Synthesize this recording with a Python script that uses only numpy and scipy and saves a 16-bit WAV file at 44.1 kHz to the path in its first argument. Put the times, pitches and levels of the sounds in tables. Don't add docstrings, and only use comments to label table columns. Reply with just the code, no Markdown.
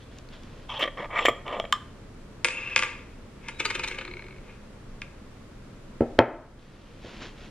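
import sys
import numpy as np
from scipy import signal
from scipy.fft import rfft, irfft, next_fast_len
from scipy.io import wavfile
from scipy.ndimage import uniform_filter1d, map_coordinates

SR = 44100
rng = np.random.default_rng(int(sys.argv[2]) if len(sys.argv) > 2 else 0)


def log_audio(samples):
    frames = np.atleast_2d(samples).T
    limited = np.clip(frames, -1, 1)
    pcm = np.round(limited * 32767).astype(np.int16)
    wavfile.write(sys.argv[1], SR, pcm)


N = 330750

# f/Hz, level/dB
ROOM_SPECTRUM = [(12, -28), (20, 3), (48, -8.5), (77, -8.5), (134, -8), (172, -15), (204, -8.5),
                 (319, -15.5), (558, -18), (738, -26.5), (1090, -25), (1220, -26), (10200, -45),
                 (14300, -53.5), (16000, -75.5)]
SIDE_OVER_MID = [(60, -35), (110, -24), (200, -15), (380, -7.5), (700, -6.5), (1290, -5.5), (2380, -2.5),
                 (4400, 0), (8120, 2), (15000, 10.5)]
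SKIN_SPECTRUM = [(88, -41), (150, -1), (171, -14), (275, -3), (515, -8.5), (3370, -9.5), (7200, -25),
                 (9220, -63), (14000, -82)]
WOOD_SPECTRUM = [(100, -27), (250, -1), (450, 2), (760, 4), (1100, -1), (1350, -7), (2000, -12),
                 (3100, -23), (4200, -29), (9000, -54), (16000, -86)]
# f/Hz, t60/s
ROOM_DECAY = [(100, 0.5915), (400, 0.48), (1300, 0.55155), (3000, 0.42), (10000, 0.38)]
# f/Hz, phase/rad
JAR_PHASE = [(200, 0.024), (4000, 0.047), (7400, 1.39), (9500, 2.53), (14000, 1.84)]
LID_PHASE = [(200, 0.06), (1000, .22), (3000, .55), (4200, 1.35), (6000, 2.1), (8000, 2.85), (14000, 2.9)]

# f/Hz, width/Hz, level/dB
TABLE_MODES = [(238.63, 28.27, 2.5), (345, 24, 3.5), (393, 10.4, 5.5), (455, 184, 5), (685, 170, 5.5),
               (801.39, 30, 5), (891, 30, 2), (1027, 78, -8), (1320, 170, -0.5), (1430, 110, -6),
               (1570, 220, -3), (2160, 430, -4.5), (2550, 89, -1.5), (3060, 210, -7.5), (4840, 2000, -22.5)]
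GLASS_MODES = [(3160, 130, 5), (4480, 400, -18.5), (7337, 60, -24)]
THREAD_MODES = [(2680, 200, 1.5), (3070, 160, 1.5), (3440, 220, 0)]
CAPPED_MODES = [(285, 190, -7), (562, 176, 4.5), (750, 53, -3), (1014, 22, -6), (1203, 59, 7),
                (1880, 210, 1), (2290, 75, 5), (2495, 83, -3), (3170, 120, 1), (3275, 7.8, 8),
                (3300, 155, 1), (5300, 120, -16), (5830, 197, -15), (7200, 40, -12), (7640, 1900, -23),
                (13920, 1380, -15.5)]
LIFTED_MODES = [(1039, 38, 8), (1200, 34, 12.5), (1395.2, 1200, -5), (1790, 100, 2), (2178.4, 73.5, -12),
                (3240, 16, 1.5), (3090, 270, 1.5), (3600, 43, -6), (5340, 15, -6), (6000, 22.1, -15),
                (7360, 45.6, -1.5), (8300, 2300, -10.5), (13475, 2700, -17)]
UPRIGHT_MODES = [(344, 28, -7), (507, 40, -2.5), (922, 64, -6.5), (1174, 40, -1), (1412, 35, -4.5),
                 (1637, 62, -0.5), (2170, 150, 2.5), (2467, 69, 5), (2640, 104, 1.5), (3260, 170, -7.5),
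                 (3540, 53, -2.5), (4050, 68, -16), (4690, 50.88, -5.5), (5777.8, 2927.5, -10.5),
                 (6850, 49, 0), (7670, 40, -2), (8790, 56, 0)]
LYING_MODES = [(327, 78, -6.5), (511, 52, -4.5), (924, 80, -7.5), (1228, 57, -2.5), (1526, 260, -6.5),
               (2247, 180, 1), (2520, 120, 0), (3030, 300, -7), (3615, 60, -0.5), (4090, 150, -3),
               (4745, 66, -6.5), (7400, 2900, -8)]
PANEL_MODES = [(1184, 19, 0.5), (1460, 35, -8), (1960, 25, -3), (3240, 14, 4), (10900, 30, 0)]
# f/Hz, level/dB, t60/s
SKIRT_PARTIALS = [(522, -9, 0.028), (644, 0, 0.031), (1187, -8.5, .03)]
EDGE_PARTIALS = [(6896, -15, 0.64), (7800, -8, .1), (8800, -1, 0.078), (10800, -11, .12)]
RIM_PARTIALS = [(1500, -12, .008), (2223, 0, .024), (2370, -8, .016), (4100, -7, .018)]

# t/s, level/dB
FINGER_TAPS = [(0.186, -47.5), (0.2885, -51.5), (0.339, -52), (0.4345, -53), (6.5939, -56)]
# t/s, hold/s, wood/dB, glass/dB
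STROKES = [(0.003, 0.01062, -64, -57.5), (0.121, 0.05857, -57.5, -72.5), (0.332, 0.00898, -50.5, -56),
           (0.43, 0.21, -58, -82), (6.599, 0.43, -59, -85.5), (7.052, 0.12, -48.5, -73),
           (7.218, 0.045, -43, -69.5), (7.385, 0.084, -52, -77)]
# t/s, level/dB, high cut/Hz, low cut/Hz, chatter/s, shove/dB, shove/Hz
TABLE_KNOCKS = [(6.0072, -14, 700, 150, 0.00015, -7, 385), (6.0200, -21, 620, 150, 0.0003, -9, 405),
                (6.0330, -35, 479, 150, 0.000719, -19, 353), (6.1850, -24, 1200, 200, .001, -30, 400),
                (6.1897, 1.5, 1450, 202, 0.001, -1, 452), (6.2008, -24, 1199, 202, 0.0023, -3.5, 363),
                (7.046, -34, 604, 103, 0.00373, -40, 201)]
# t/s, level/dB, high cut/Hz, low cut/Hz, chatter/s, top slap/dB, edge ring/dB
LID_DROPS = [(2.4457, -14.5, 6198, 307, 0.001, -46, -26), (2.452, -18, 3500, 304.4, 0.0027, -51.5, -45),
             (2.472, -30, 3500, 897, .005, -55.5, -60), (2.485, -24, 4980, 398, 0.003, -52, -54),
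             (2.507, -32, 3500, 900, .004, -60, -58), (2.7615, -11, 5000, 670, 0.00026, -29, -56),
             (2.778, -21, 4500, 592, 0.004, -41, -55), (2.7917, -20, 5976, 399, 0.0021, -46, -40.5),
             (2.824, -21.5, 4020, 400.8, 0.0024, -25, -56), (2.834, -22, 3990, 405, 0.005064, -40, -43),
             (3.485, -31, 7000, 800, .003, -51, -49), (5.018, -30.5, 3420, 1134, 0.00336, -55.5, -71)]
# t/s, hold/s, level/dB, attack/s, release/s
ROLL_RUNS = [(2.478, 0.25, -40.5, 0.03, 0.36), (2.80, 0.062, -38, 0.046, .25),
             (3.46, 0.00523, -48, 0.091, 0.233), (3.488, .003, -34.5, .01, 0.028),
             (3.63, 0.29, -42, 0.0561, 0.52), (4.485, 0.00488, -51.5, 0.1, 0.18)]
# t/s, level/dB, contact/s, high cut/Hz, rebound/dB, ping/dB
WOBBLE_SWINGS = [(3.602, -21, 0.0046, 4600, -13, -16.5), (3.654, -18, 0.0029, 4500, -8, -19.5),
                 (3.704, -21, 0.0033, 4500, -5, -25), (3.752, -23.5, 0.0042, 5000, -8, -26),
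                 (3.7955, -25.5, .0025, 4300, -8, -33), (3.838, -22.5, 0.0032, 5200, -3, -31),
                 (3.878, -26.5, .0022, 5500, 0, -29), (3.914, -30, .0016, 3500, -7, -28.5),
                 (3.947, -38, 0.0022, 3500, -5, -38), (3.987, -28.5, 0.003, 3200, -14, -28.5),
                 (4.012, -32.5, .002, 3000, -6, -30.5), (4.052, -34.5, .0016, 2500, -19, -29.5),
                 (4.079, -38, .0012, 2200, -19, -31), (4.114, -42, .0011, 2000, -21, -33.5),
                 (4.139, -44.5, .0011, 2000, -20, -29.5), (4.170, -39.5, .0011, 2000, -22, -35),
                 (4.195, -45, 0.0015, 2000, -16, -33), (4.224, -43.5, .0012, 2000, -19, -36),
                 (4.242, -46, .0012, 2000, -18, -43), (4.267, -49, .0012, 2000, -18, -41),
                 (4.285, -46, .0012, 2000, -16, -42), (4.309, -48, 0.0013, 2000, -17, -42),
                 (4.327, -51, .0012, 2000, -20, -48), (4.345, -58, .0012, 2000, -19, -52),
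                 (4.364, -50, 0.0011, 2000, -18, -49), (4.384, -54, .0012, 2000, -19, -50)]
# t/s, level/dB
CAVITY_LEVEL = [(3.55, -84.5), (3.65, -52), (3.95, -55.5), (4.08, -49), (4.3, -54), (4.55, -85)]
# grate/dB, effort swell/dB, rub/dB, rim/dB, rasp/dB, rub colour from/Hz, rub colour to/Hz
TURNS = [(0.691, 0.73, 0.81, -41, 5, -39, -36, -40, 1090, 1050),
         (0.794, 0.822, 0.86, -25.5, 11, -31.5, -25, -35.5, 420, 400),
         (0.974, 0.994, 1.058, -36.5, 4, -38.5, -42, -53.5, 431, 589),
         (1.097, 1.186, 1.216, -21.5, 25.5, -32, -30, -36, 1001, 800),
         (1.205, 1.225, 1.25, -37, 0, -40.5, -34, -41, 900, 750),
         (1.459, 1.537, 1.597, -39, 8, -33.5, -45, -45, 891, 650)]
# t/s, level/dB, high cut/Hz, low cut/Hz, chatter/s, skirt thud/dB
THREAD_CATCHES = [(0.794, -27.5, 9000, 3498, 0.01468, -60), (0.825, -17.5, 3600, 2201, 0.005, -29),
                  (0.838, -19, 2200, 1300, 0.004, -29), (0.876, -20.5, 2413, 396.5, 0.0066, -40),
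                  (0.974, -31, 3000, 400.2, 0.003274, -42), (1.044, -28.5, 2580, 700, .005, -47.5),
                  (1.190, -14, 2300, 1300, .004, -41.5), (1.2524, -12.5, 3535, 298.6, 0.00073, -16.5),
                  (1.2565, -8.5, 6500, 1430, 0.0019, -42), (1.264, -11, 2512, 1201, 0.0066, -44.5),
                  (1.2833, -6.5, 2200, 252, 0.002, -18), (1.286, -23, 9000, 3983, 0.005484, -50),
                  (1.292, -14.5, 1893, 302.5, 0.003, -38), (1.479, -26.5, 4000, 900, 0.00243, -50),
                  (1.526, -30, 2500, 500, .005, -23), (1.567, -30, 2500, 500, .005, -29),
                  (1.599, -21, 5000, 2400, 0.0008, -15.5), (1.6405, -29, 1300, 400, 0.0018, -31),
                  (1.651, -30, 3497, 499.5, 0.003493, -34)]
# t/s, hold/s, level/dB, attack/s, release/s
HIGH_RINGS = [(1.18, .02, -55, 0.091, 0.18), (1.251, .03, -41.5, .003, 0.078), (1.49, 0.18, -70, .1, .1)]
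# t/s, level/dB, high cut/Hz, low cut/Hz, chatter/s
MOUTH_CLINKS = [(1.7253, -9.5, 5200, 895, 0.00025), (1.7273, -17.5, 4913, 886.5, 0.00081),
                (1.747, -42.5, 3000, 900, 0.00353)]


def amp(db):
    return np.exp(np.maximum(np.asarray(db, np.float32), -200) * np.float32(np.log(10) / 20))


def unit(x):
    return x / np.sqrt(np.mean(x ** 2) + 1e-20)


def along(points, hz):
    f, v = np.transpose(points)
    return np.interp(np.log(hz + 1), np.log(f + 1), v)


def add(track, s, x):
    part = track[round(s * SR):][:len(x)]
    part += x[:len(part)]


def swell(s, hold_s, db, attack_s, release_s):
    t = np.arange(N, dtype=np.float32) / SR
    return amp(db - 30 * (np.maximum(s - t, 0) / attack_s + np.maximum(t - s - hold_s, 0) / release_s))


def wander(knots_per_s):
    knots = rng.standard_normal(int(N * knots_per_s / SR) + 4)
    return map_coordinates(knots, [np.arange(N) * knots_per_s / SR])


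def filtered(x, response):
    n, half = x.shape[-1], SR // 5
    impulse = np.roll(irfft(response(np.fft.rfftfreq(2 * half, 1 / SR))), half, axis=-1)
    m = next_fast_len(n + 2 * half, True)
    spectrum = rfft(x.astype(np.float32), m) * rfft(impulse.astype(np.float32), m)
    return irfft(spectrum, m)[..., half:half + n]


def body(modes, hz):
    hz = np.maximum(hz, 1).astype(np.float32)
    return sum(float((-1) ** k * amp(db)) / (1 + 1j * (hz - float(mode_hz ** 2) / hz) / float(width_hz))
               for k, (mode_hz, width_hz, db) in enumerate(modes))


def band(hz, low_hz, high_hz):
    a, b = 1j * hz / low_hz, 1j * hz / high_hz
    return a * a / (1 + np.sqrt(2) * a + a * a) / (1 + np.sqrt(2) * b + b * b)


def narrow_noise(centre_hz, width_hz):
    return unit(filtered(rng.standard_normal(N), lambda hz: body([(centre_hz, width_hz, 0)], hz) ** 2))


def slips(per_s, spread_db):
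    occurs = rng.random(N) < per_s / SR
    size = np.clip(rng.standard_normal(N, dtype=np.float32), -2, 2)
    return occurs * np.sign(rng.random(N, dtype=np.float32) - .5) * amp(spread_db * size)


def driven(force, modes, low_hz, high_hz):
    return unit(filtered(force, lambda hz: body(modes, hz) * band(hz, low_hz, high_hz)))


def struck(force, modes, low_hz, high_hz):
    return driven(force, modes, low_hz, high_hz) * np.sqrt(.004 * SR / len(force))


def strikes(rows, modes, chatter_db):
    track, t = np.zeros(N), np.arange(SR // 4) / SR
    for s, db, high_hz, low_hz, chatter_s in rows:
        force = rng.standard_normal(len(t)) * np.exp(-t / chatter_s)
        force *= amp(chatter_db) / np.linalg.norm(force)
        force[0] += 1
        add(track, s, amp(db) * struck(force, modes, low_hz, high_hz))
    return track


def pings(rows, partials, scatter_db):
    track, t = np.zeros(N), np.arange(SR // 2) / SR
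    for s, db in rows:
        ring = 0
        for hz, partial_db, t60_s in partials:
            start_db = db + partial_db + scatter_db * rng.standard_normal()
            ring += amp(start_db - 60 * t / t60_s) * np.sin(2 * np.pi * hz * t)
        add(track, s, ring * (1 - np.exp(-t / 0.00044)))
    return track


def diffuse(pair):
    def weights(hz):
        side_gain = amp(along(SIDE_OVER_MID, hz))
        return np.array([np.ones_like(hz), side_gain]) / np.hypot(1, side_gain)
    mid, side = filtered(pair, weights)
    return np.array([mid + side, mid - side])


def placed(x, phases, left_db, room_db, early_db, width):
    direct = filtered(x, lambda hz: np.exp(.5j * np.outer([1, -1], along(phases, hz))))
    hz, t, spectra = signal.stft(rng.standard_normal((2, SR // 2)), SR, nperseg=256)
    tail = signal.istft(spectra * amp(-60 * t / along(ROOM_DECAY, hz)[:, None]), SR, nperseg=256)[1]
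    t = np.arange(tail.shape[1]) / SR
    tail *= 1 - np.exp(-(t / 0.00614) ** 2)
    early = rng.standard_normal(tail.shape) * t * np.exp(-t / 0.0099)
    echo = amp(room_db) * tail / np.linalg.norm(tail[0])
    echo += amp(early_db) * early / np.linalg.norm(early[0])
    echo = diffuse(echo * [[1], [width]])
    reverb = signal.oaconvolve(direct, echo.astype(np.float32), axes=1)[:, :N]
    return (direct + reverb) * amp([[left_db / 2], [-left_db / 2]])


def room_tone():
    noise = filtered(rng.standard_normal((2, N)), lambda hz: amp(along(ROOM_SPECTRUM, hz)))
    return amp(-45) * unit(diffuse(noise))


def hands():
    rustle = unit(filtered(slips(per_s=4000, spread_db=3.5), lambda hz: amp(along(SKIN_SPECTRUM, hz))))
    hiss_modes = [(3340.5, 390, 7), (4391, 1458, -9), (13500, 2000, -19)]
    hiss = driven(slips(per_s=3800, spread_db=7), hiss_modes, low_hz=2000, high_hz=7000)
    brush = np.zeros(N)
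    for s, hold_s, wood_db, glass_db in STROKES:
        stroke = swell(s, hold_s, 0, attack_s=0.058, release_s=0.1216)
        brush += (amp(wood_db) * rustle + amp(glass_db) * hiss) * stroke
    taps = [(s, db, 6000, 3000, .0008) for s, db in FINGER_TAPS]
    return brush + strikes(taps, [(3478, 1015, 0)], chatter_db=7)


def table_thumps():
    shove, t = np.zeros(N), np.arange(SR // 20) / SR
    for s, *_, db, shove_hz in TABLE_KNOCKS:
        cycles = t * shove_hz
        add(shove, s, amp(db) * np.sin(2 * np.pi * cycles) * np.exp(-((cycles - .65) / 0.7) ** 2))
    leg_modes = [(44.67, 46, 13.8), (121, 11.7, 21.7), (235, 19, 1.8)]
    return shove + filtered(shove, lambda hz: body(leg_modes, hz))


def table_knocks():
    hardest_s = max(TABLE_KNOCKS, key=lambda knock: knock[1])[0]
    t = np.arange(N) / SR - hardest_s
    shake = unit(filtered(rng.standard_normal(N), lambda hz: amp(along(WOOD_SPECTRUM, hz))))
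    shake = shake * np.clip(t / 0.00087, 0, 1) * np.exp(-np.abs(t) / 0.011)
    knocks = strikes([knock[:5] for knock in TABLE_KNOCKS], TABLE_MODES, chatter_db=-5)
    return amp(-4) * knocks + amp(-12) * shake


def jar_base():
    s, db, *_ = max(TABLE_KNOCKS, key=lambda knock: knock[1])
    return strikes([(s, db - 21, 7000, 2200, .0004)], GLASS_MODES, chatter_db=-13)


def rim_song():
    song_hz, width_hz = 2580, 210
    rock_hz, rock_bend, rock_db = 21, 0.034, 3
    rock = np.sin(2 * np.pi * np.cumsum(rock_hz * (1 + .15 * wander(10))) / SR)
    phase = 2 * np.pi * np.cumsum(song_hz * (1 + rock_bend * rock)) / SR
    a, b = filtered(rng.standard_normal((2, N)), lambda hz: 1 / (1 + 2j * hz / width_hz) ** 2)
    song = unit(a * np.cos(phase) + b * np.sin(phase)) * amp(rock_db * rock)
    return song * swell(2.5, hold_s=.21, db=-38.5, attack_s=0.002, release_s=0.32)


def wobble():
    rebound_s, ping_lead_s = 0.0072, 0.00151
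    track, t = np.zeros(N), np.arange(-SR // 50, SR // 4) / SR
    for s, db, contact_s, high_hz, rebound_db, _ in WOBBLE_SWINGS:
        modes = [(hz * (1 + 0.014 * rng.standard_normal()), width_hz, mode_db + 2 * rng.standard_normal())
                 for hz, width_hz, mode_db in LYING_MODES]
        touch = np.exp(-np.abs(t) / contact_s)
        rebound = amp(rebound_db) * np.exp(-np.abs(t - rebound_s) / contact_s)
        force = (touch + rebound) * rng.standard_normal(len(t))
        add(track, s + t[0], amp(db) * struck(force, modes, low_hz=259.9, high_hz=high_hz))
    first_touches = [(s - ping_lead_s, ping_db) for s, *_, ping_db in WOBBLE_SWINGS]
    return track + pings(first_touches, RIM_PARTIALS, scatter_db=1)


def loose_lid():
    rim = driven(slips(per_s=1700, spread_db=2), UPRIGHT_MODES, low_hz=279.69, high_hz=2767.7)
    rolling = rim * sum(swell(*run) for run in ROLL_RUNS) + rim_song()
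    squeak = narrow_noise(3840, width_hz=107.5)
    squeak *= swell(3.52, hold_s=.05, db=-56, attack_s=.06, release_s=.05)
    cavity_db = np.interp(np.arange(N) / SR, *np.transpose(CAVITY_LEVEL), left=-120, right=-120)
    hum = narrow_noise(369, width_hz=43) * amp(cavity_db)
    knocks = strikes([drop[:5] for drop in LID_DROPS], UPRIGHT_MODES, chatter_db=-17)
    top_hits = [(s, slap_db, 4200, 600, .0009) for s, *_, slap_db, edge_db in LID_DROPS]
    slaps = strikes(top_hits, PANEL_MODES, chatter_db=9)
    edge = pings([(s, edge_db) for s, *_, edge_db in LID_DROPS], EDGE_PARTIALS, scatter_db=1.5)
    lid = wobble() + rolling + squeak + hum + knocks + slaps + edge
    return filtered(lid, lambda hz: band(hz, low_hz=99.5, high_hz=9500))


def grip_drift(x, depth, knots_per_s):
    return map_coordinates(x, [np.arange(N) + np.cumsum(depth * wander(knots_per_s))], mode="wrap")


def moving_contact(x, depth_db):
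    spectra = signal.stft(x, nperseg=256)[2]
    field = uniform_filter1d(rng.standard_normal(spectra.shape), size=3, axis=0)
    field = unit(uniform_filter1d(field, size=5, axis=1))
    return signal.istft(spectra * amp(depth_db * field - depth_db ** 2 / 10), nperseg=256)[1][:N]


def thread_friction():
    fine = slips(per_s=1300, spread_db=3.5)
    ring = grip_drift(filtered(fine, lambda hz: body(CAPPED_MODES, hz)), depth=.012, knots_per_s=18)
    rasp = unit(filtered(fine, lambda hz: body(THREAD_MODES, hz) * band(hz, 2300, 3500) ** 2))
    grate = unit(filtered(ring, lambda hz: band(hz, 1534.3, 1990) * band(hz, 885, 2769.7)))
    rim = unit(filtered(ring, lambda hz: band(hz, 3084.5, 3637) * band(hz, 2584, 5500)))
    grit = driven(fine, [(4395, 2600, -0.5), (13500, 2300, -4)], low_hz=3479, high_hz=12001)
    coarse = slips(per_s=1800, spread_db=3)
    deep_rub = driven(coarse, CAPPED_MODES, low_hz=230.5, high_hz=565.4)
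    high_rub = driven(coarse, [(990, 250, -16), (1280, 60, -21.5)], low_hz=499.45, high_hz=1400)
    effort_sag, glide_s, jerk_db = 0.73, 0.044, 1.4
    loudest_rim_db = max(turn[6] for turn in TURNS)
    track, t = np.zeros(N), np.arange(N) / SR
    for start_s, peak_s, end_s, grate_db, swell_db, rub_db, rim_db, rasp_db, from_hz, to_hz in TURNS:
        effort_db = np.interp(t, [start_s, peak_s, end_s], [-swell_db, 0, -effort_sag * swell_db])
        colour_hz = np.interp(t, [peak_s - glide_s, peak_s + glide_s], [from_hz, to_hz])
        high_share = np.interp(colour_hz, [400, 1100], [0, 1])
        rub = deep_rub * np.sqrt(1 - high_share) + high_rub * np.sqrt(high_share)
        turn = (grate * amp(grate_db + effort_db)
                + rasp * amp(rasp_db + effort_db)
                + rub * amp(rub_db + 0.42 * effort_db)
                + rim * amp(rim_db + 1.34 * effort_db)
                + grit * amp(-51.5 + 1.761 * (rim_db - loudest_rim_db + effort_db)))
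        track += turn * swell(start_s, end_s - start_s, 0, attack_s=0.0082, release_s=0.024)
    track = moving_contact(track, depth_db=2)
    return track * amp(jerk_db * wander(knots_per_s=330) - jerk_db ** 2 / 10)


def unscrewing():
    friction = thread_friction()
    high_ring = narrow_noise(7320, width_hz=70) * sum(swell(*run) for run in HIGH_RINGS)
    thuds = pings([(s, thud_db) for s, *_, thud_db in THREAD_CATCHES], SKIRT_PARTIALS, scatter_db=4)
    snaps = strikes([catch[:5] for catch in THREAD_CATCHES], CAPPED_MODES, chatter_db=6)
    clinks = strikes(MOUTH_CLINKS, LIFTED_MODES, chatter_db=-1.5)
    return friction + high_ring + thuds + amp(-5) * snaps + amp(-4) * clinks


def scene():
    jar = unscrewing() + hands() + jar_base()
    jar = placed(jar, JAR_PHASE, left_db=0, room_db=-16, early_db=-14, width=.35)
    lid = placed(loose_lid(), LID_PHASE, left_db=2, room_db=-10, early_db=-13, width=.7)
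    table = placed(table_knocks(), JAR_PHASE, left_db=1.1, room_db=-5.5, early_db=-3, width=0.23)
    return jar + lid + table + amp(-2.5) * table_thumps() + room_tone()


def record(dry):
    ceiling_db, recover_db_per_s, attack_s, top_hz = -2, 8, 0.004547, 15700
    over_db = np.maximum(20 * np.log10(np.abs(dry).max(axis=0) + 1e-9) - ceiling_db, 0)
    ramp_db = recover_db_per_s * np.arange(N) / SR
    duck_db = np.maximum.accumulate(over_db + ramp_db) - ramp_db
    pole = np.exp(-1 / (attack_s * SR))
    ducked = dry * amp(-signal.lfilter([1 - pole], [1, -pole], duck_db))
    saturated = ducked / (1 + ducked ** 4) ** (1 / 4)
    return filtered(saturated, lambda hz: 1 / np.sqrt(1 + (hz / top_hz) ** 120))


dry = scene()
out = record(dry)
log_audio(out)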